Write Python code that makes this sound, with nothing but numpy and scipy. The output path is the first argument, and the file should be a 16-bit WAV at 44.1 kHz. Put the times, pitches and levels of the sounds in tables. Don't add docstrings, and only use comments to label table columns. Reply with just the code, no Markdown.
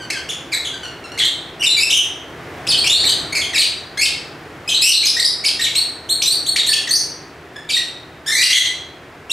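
import sys
import numpy as np
from scipy import signal
from scipy.fft import rfft, irfft, next_fast_len
from scipy.io import wavfile
from scipy.ndimage import uniform_filter1d, minimum_filter1d, map_coordinates

SR = 44100
rng = np.random.default_rng(int(sys.argv[2]) if len(sys.argv) > 2 else 0)


def bounce(signal):
    frames = np.transpose(np.atleast_2d(signal))
    limited = np.clip(frames, -1, 1)
    pcm = np.round(limited * 32767).astype(np.int16)
    wavfile.write(sys.argv[1], SR, pcm)


N = 411012

RELEASE_S = 0.00418


def amp(db):
    return 10 ** (np.asarray(db) / 20)


def unit(x):
    return x / np.sqrt(np.mean(x ** 2) + 1e-20)


def along(points, hz):
    f, v = np.transpose(points)
    return np.interp(np.log(hz + 1), np.log(f + 1), v)


def over_time(points, t):
    return np.interp(t, *np.transpose(points))


def wobble(t, rate):
    return map_coordinates(rng.standard_normal(size=512), [t * rate], mode="wrap")


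def filtered(x, response):
    n = x.shape[-1]
    m = next_fast_len(n + 8192)
    spectrum = rfft(x, m) * response(np.fft.rfftfreq(m, 1 / SR))
    return irfft(spectrum, m)[..., :n]


def clock(length):
    return np.arange(int((max(length, .004) + RELEASE_S) * SR)) / SR


def lovebirds():
    song = np.zeros(N + SR)
    for start, note in (*peeps(), *nasals(), *chips(), *tweets(), *slurs(), *squawk()):
        song[max(round(start * SR), 0):][:len(note)] += note
    return song[:N]


def tweets():
    # [t/s, length/s, pitch/Hz, scoop/octaves, level/dB,
    # overtone slope/dB per octave, roughness/0-1]
    tweet_notes = [ (1.235, 0.033, 3600, .2, -19.5, -6.5, 0.39), (1.923, 0.037, 3174, 0.35, -13, -5, 0.18),
                   (2.776, 0.026, 4470, 0.23, -16.5, -5, .22), (2.897, 0.04, 3697, 0.08, -11.5, -3, 0.31),
                   (2.929, 0.052, 4300, 0.053, -14.5, -7, 0.12), (3.604, 0.041, 4650, 0, -24.5, -2, .03),
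                   (4.741, .03, 4080, 0.08, -16, -8, 0.34), (4.934, 0.046, 4104, 0.16, -10.5, -7.5, 0.26),
                   (5.072, 0.036, 5110, 0.024, -18.5, -3.5, 0.03),
                   (5.245, 0.019, 5100, 0.59, -9.5, -4, 0.56), (5.754, 0.04, 4250, 0.19, -15.5, -1.5, 0.19),
                   (6.089, .041, 4250, 0.59, -16.5, 0, 0), (6.257, 0.076, 4205, .15, -16, 0, 0.14),
                   (6.463, .036, 4250, 0.51, -17.5, 0.5, 0.05), (6.662, 0.052, 4420, 0.72, -15.5, 1, 0.08),
                   (6.908, 0.037, 4560, 0.11, -14.5, 1.5, 0.28), (6.946, 0.026, 6390, 0.69, -14.5, -4, .25),
                   (8.529, 0.034, 3224, .05, -10, -7, 0.59), (9.304, .014, 4050, 0.46, -14.5, -2, 0.3), ]
    scoop_s, climb_oct_per_s = .007, 2.52
    for start, length, hz, scoop, db, slope_db, rough in tweet_notes:
        note = whistle(length, hz, -scoop, scoop_s, climb_oct_per_s, slope_db, rough)
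        yield start, amp(db) * note


def slurs():
    # [t/s, length/s, pitch/Hz, level/dB,
    # overtone slope/dB per octave, roughness/0-1]
    slur_notes = [ (0.531, 0.0216, 3860, -19.5, -1.5, 0.32), (0.646, 0.03, 3360, -24.5, -4.5, 0.57),
                  (1.195, 0.042, 3317, -17.5, -24, 0.42), (1.617, 0.012, 2784, -15, -22, 0.02),
                  (1.662, 0.024, 3540, -12, -3, 0.1), (1.69, 0.055, 4000, -17.5, -9.5, 0.13),
                  (1.962, 0.035, 3058, -15.5, -4.5, 0.37), (2.724, 0.036, 3134, -19, -24, 0.4),
                  (3.052, 0.028, 3846, -16, -3, 0.31), (3.414, 0.034, 3206, -23, -4.5, 0.4),
                  (3.554, 0.032, 3823, -19, -10, 0), (4.693, 0.043, 3160, -19.5, -6, 0.42),
                  (4.916, 0.015, 4420, -12, -21, 0.53), (5.05, 0.0094, 6040, -18, 1, 0.1),
                  (6.584, 0.024, 3670, -16, -9, 0.67), (6.889, 0.017, 6040, -23.5, -10, 0.1),
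                  (7.733, 0.022, 3680, -16, -16, 0), (8.559, 0.0417, 3255, -15.5, -4.5, 0.23), ]
    slide_oct, slide_s, sink_oct_per_s = 0.192, 0.00496, 1.15
    for start, length, hz, db, slope_db, rough in slur_notes:
        note = whistle(length, hz, slide_oct, slide_s, -sink_oct_per_s, slope_db, rough)
        yield start, amp(db) * note


def whistle(length, hz, miss_oct, settle_s, drift_oct_per_s, slope_db, rough):
    off_pitch_db_per_oct = -12.5
    t = clock(length)
    miss = miss_oct * np.exp(-t / settle_s)
    pitch = hz * 2 ** (miss + drift_oct_per_s * (t - length / 2))
    strength = amp(off_pitch_db_per_oct * np.abs(miss))
    return strength * syllable(t, pitch, slope_db, rough)


def chips():
    # [t/s, grunt/s, tumble/s, low pitch/Hz, peak pitch/Hz, level/dB]
    chip_notes = [ (.102, 0.00041, 0, 2000, 2760, -18), (.289, 0, 0.019, 2640, 3560, -23.5),
                  (1.185, .009, 0.0075, 2096, 4130, -18.5), (1.245, 0, 0.012, 3410, 4220, -21.5),
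                  (1.904, 0.0038, 0.0095, 2840, 3810, -15), (2.673, .005, 0.049, 2575, 4996, -15.5),
                  (2.871, 0, 0, 2360, 3400, -12.5), (3.04, 0.0016, 0, 1800, 2500, -23),
                  (3.088, 0.0094, 0.015, 3056, 4645, -15.5), (3.58, 0.0026, 0.04, 2796, 4470, -14),
                  (4.031, 0, .024, 4280, 4800, -16), (4.69, 0.002, 0.011, 2950, 4300, -19),
                  (4.813, 0.00097, 0.0098, 3380, 4570, -15), (5.056, 0, .016, 2904, 5120, -15),
                  (5.197, 0, 0, 3440, 4890, -12.5), (5.449, .01, 0.034, 2165, 4970, -15),
                  (5.608, 0.015, 0.054, 1862, 4130, -17), (5.752, .006, 0.0013, 2200, 3750, -21.5),
                  (6.221, 0.0027, .014, 2430, 6040, -15), (6.562, 0.0023, 0.0072, 1954, 4720, -15.5),
                  (6.705, 0, 0.029, 4220, 4510, -21), (6.732, 0.0044, 0.0026, 2570, 3390, -14),
                  (7.702, 0.0078, 0.028, 2382, 4494, -21), (7.748, 0, 0.026, 3506, 4270, -21.5),
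                  (8.43, 0.0041, .016, 2840, 4900, -11), ]
    grunt_db, leap_s = -5.5, .008
    tumble_oct, tumble_curve, tumble_db = 1.1, 2.6, -8
    stage_rough = [0.41, 0.423, 0.94]
    stage_slope = [-2.5, -2, -6.5]
    for leap, grunt, tumble, low_hz, peak_hz, db in chip_notes:
        t = clock(grunt + leap_s + tumble)
        up = np.clip((t - grunt) / leap_s, 0, 1)
        down = np.clip((t - grunt - leap_s) / (tumble + RELEASE_S), 0, 1) ** tumble_curve
        pitch = low_hz * (peak_hz / low_hz) ** up * 2 ** (-tumble_oct * down)
        slope_db = np.interp(up + down, np.arange(3), stage_slope)
        rough = np.interp(up + down, np.arange(3), stage_rough)
        level_db = db + grunt_db * (t < grunt) + tumble_db * down
        yield leap - grunt, amp(level_db) * syllable(t, pitch, slope_db, rough)


def nasals():
    # [t/s, length/s, middle pitch/Hz, glide/octaves, level/dB, roughness/0-1]
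    nasal_notes = [ (0.519, 0.031, 2063, -0.59, -23, 0.48), (1.195, 0.027, 1982, -.45, -24, 0.52),
                   (1.596, 0.024, 2850, 0.034, -27, 0.2), (1.626, 0.031, 2706, 0.22, -18.5, 0.77),
                   (1.768, 0.022, 2293, -0.1, -17.5, 0.21), (1.796, 0.046, 2566, 0.068, -16.5, 0.24),
                   (2.842, 0.039, 2727, 0.31, -19, 0.33), (3.099, 0.022, 3055, -0.095, -23, 0.2),
                   (3.324, 0.01, 2190, 0.055, -20, 0.26), (3.351, .033, 2303, -.28, -18, 0.4),
                   (3.529, .015, 1920, -0.52, -24, .2), (3.545, 0.026, 2370, -0.31, -17.5, 0.26),
                   (3.973, 0.0047, 1667, -0.078, -23.5, 0.28), (3.977, 0.033, 2173, 0.12, -19, 0.15),
                   (4.013, 0.0237, 2566, 0.27, -15, 0.3), (4.677, 0.015, 2530, .05, -21, .07),
                   (4.821, 0.079, 2754, 0.32, -10, 0.33), (5.027, 0.017, 2414, 0.44, -22.5, 0.54),
                   (5.167, 0.029, 1970, 0.21, -20.5, 0.1), (6.689, .015, 1780, -0.15, -21.5, .2),
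                   (6.872, 0.011, 1865, -0.36, -23.5, 0.42), (7.69, 0.022, 2900, -.75, -24, 0.14),
                   (7.766, 0.0081, 1944, -0.19, -19, 0), (9.297, 0.015, 2740, 0.038, -24, 0.1), ]
    # [level/dB, overtone slope/dB per octave]
    brightness = [(-32.5, 3.5), (-25.5, -5), (0, 6)]
    for start, length, hz, glide, db, rough in nasal_notes:
        t = clock(length)
        pitch = hz * 2 ** (glide * (t / t[-1] - .5))
        yield start, amp(db) * syllable(t, pitch, over_time(brightness, db), rough)


def squawk():
    # [t/s, main pitch/Hz, second pitch/Hz, main level/dB,
    # second level/dB, roughness/0-1]
    call_course = [ (8.261, 1575, 1708, -25, -47, 0.01), (8.276, 1821, 1763, -22.5, -20, 0.28),
                   (8.31, 1813, 1773, -19, -28, 0.31), (8.325, 2140, 1800, -19, -30, 0),
                   (8.37, 1962, 2276, -19.5, -21.5, 0.1), (8.42, 1991, 2414, -15.5, -23, 0.26),
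                   (8.46, 2070, 2840, -22, -16.5, 0.72), (8.522, 2117, 2670, -22, -35, 0.57),
                   (8.585, 2003, 2780, -12, -31, 0.32), ]
    slope_db = -1
    times, *columns = np.transpose(call_course)
    t = clock(times[-1] - times[0])
    curves = [np.interp(times[0] + t, times, c) for c in columns]
    main_hz, second_hz, main_db, second_db, rough = curves
    for pitch, db in ((main_hz, main_db), (second_hz, second_db)):
        yield times[0], amp(db) * syllable(t, pitch, slope_db, rough)


def peeps():
    # [t/s, length/s, middle pitch/Hz, level/dB]
    peep_notes = [(0, 0.038, 1520, -35.5), (0.139, 0.049, 1593, -30.5), (0.73, 0.02, 1570, -34),
                  (0.832, 0.024, 1457, -29), (1.039, 0.021, 1380, -35.5), (1.118, 0.0087, 1430, -32.5),
                  (7.559, 0.0081, 1732, -28.5)]
    sag_oct_per_s, slope_db, rough = 4.1, -6.5, 0.15
    for start, length, hz, db in peep_notes:
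        t = clock(length)
        pitch = hz * 2 ** (-sag_oct_per_s * (t - length / 2))
        yield start, amp(db) * syllable(t, pitch, slope_db, rough)


def syllable(t, pitch, slope_db, rough):
    # [f/Hz, gain/dB]
    throat = [(1200, -14), (1800, 4), (2400, 3.5), (4000, 4), (5500, 2), (6700, -2), (8200, -1),
              (10000, -7), (12500, -13.5), (15500, -31.5)]
    jitter, waver = 0.0948, 0.01236
    flutter_db, tremble_db = 5, 2.9
    rasp = 0.39
    swell_db, swell_s, attack_s = 4, 0.0022, 0.00056

    rough = np.clip(rough, 0, 1)
    shake = rough * jitter * wobble(t, 1200) + waver * wobble(t, 202.3)
    pitch = np.abs(pitch) * np.exp(shake)
    phase = 2 * np.pi * np.cumsum(pitch) / SR
    k = np.arange(1, 11)[:, None]
    gain_db = slope_db * np.log2(k) + along(throat, k * pitch)
    gains = amp(gain_db) * (k * pitch < SR / 2)
    smear = rasp * rough * np.sqrt(k) * np.array([wobble(t, 1500) for _ in k])
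    tone = np.sum(gains * np.sin(k * phase + smear), axis=0)
    flutter = rough * flutter_db * np.tanh(wobble(t, 500))
    tone = tone * amp(flutter + tremble_db * wobble(t, 129.6))
    pressure = amp(-swell_db * np.exp(-t / swell_s))
    fade_in = np.clip(t / attack_s, 0, 1)
    fade_out = np.clip((t[-1] - t) / RELEASE_S, 0, 1)
    return unit(tone * pressure) * fade_in * fade_out


def room(x):
    # [f/Hz, time to fall by 60 dB/s]
    ring_time = [(1500, 0.54), (4000, 0.57), (8000, 0.43), (14000, 0.33)]
    build_s = 0.0076
    echoes = ((.005, -8), (.029, -9))
    hz, t, bands = signal.stft(rng.standard_normal((2, SR * 3 // 4)), SR, nperseg=256)
    decay = amp(-60 * t / along(ring_time, hz)[:, None])
    tail = signal.istft(bands * decay, SR, nperseg=256)[1]
    t = np.arange(tail.shape[1]) / SR
    tail = tail * (1 - np.exp(-t / build_s))
    answer = tail / np.linalg.norm(tail[0])
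    for delay, db in echoes:
        arrivals = np.abs(delay + .004 * rng.uniform(-1, 1, size=(2, 6)))
        for channel, times in zip(answer, arrivals):
            channel[(times * SR).astype(int)] += amp(db) / np.sqrt(len(times))
    return signal.fftconvolve(x[None], spread(answer), axes=1)[:, :N]


def spread(pair):
    # [f/Hz, side level minus middle level/dB]
    width = [(100, -49), (350, -31), (700, -14.5), (3000, -11), (6000, -11.5), (10000, -21), (14000, -59)]
    side = filtered(pair[1], lambda hz: amp(along(width, hz)))
    return np.array([pair[0] + side, pair[0] - side])


def rumble():
    # [f/Hz, relative level/dB]
    roar_colour = [(20, -18), (40, -15.5), (78, 0.5), (100, -2), (155, 1.5), (200, -8), (320, 1.5),
                   (440, -1), (560, -5), (680, -2.5), (900, -7), (1900, -7.5), (3200, -17.5), (6200, -27.5),
                   (15500, -39)]
    # [t/s, level/dB]
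    roar_level = [(0, -35.5), (1.2, -35.5), (2.2, -36), (2.6, -31.5), (3.2, -30.5), (3.7, -36.5),
                  (4.5, -35.5), (5.3, -37.5), (6.0, -37), (6.9, -36), (7.4, -38.5), (8.2, -39), (8.9, -39),
                  (9.3, -39)]
    noise = filtered(rng.standard_normal((2, N)), lambda hz: amp(along(roar_colour, hz)))
    return unit(spread(noise)) * amp(over_time(roar_level, np.arange(N) / SR))


def scene():
    birds = lovebirds()
    left_right = amp([[.15], [-.15]])
    return (birds + room(birds)) * left_right + rumble()


def gain_control(x):
    ceiling_db = -11.5
    sense_s, hold_s, ahead_s = 0.0063, 0.028, 0.0059
    power = uniform_filter1d(np.mean(x ** 2, axis=0), int(sense_s * SR))
    level = np.sqrt(np.abs(power) + 1e-12)
    gain = np.minimum(1, amp(ceiling_db) / level)
    n = int(hold_s * SR)
    held = minimum_filter1d(gain, n, origin=(n - 1) // 2)
    return x * uniform_filter1d(held, int(2 * ahead_s * SR))


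def record(dry):
    top_hz = 15750
    return filtered(gain_control(dry), lambda hz: hz < top_hz)


dry = scene()
out = record(dry)
bounce(out)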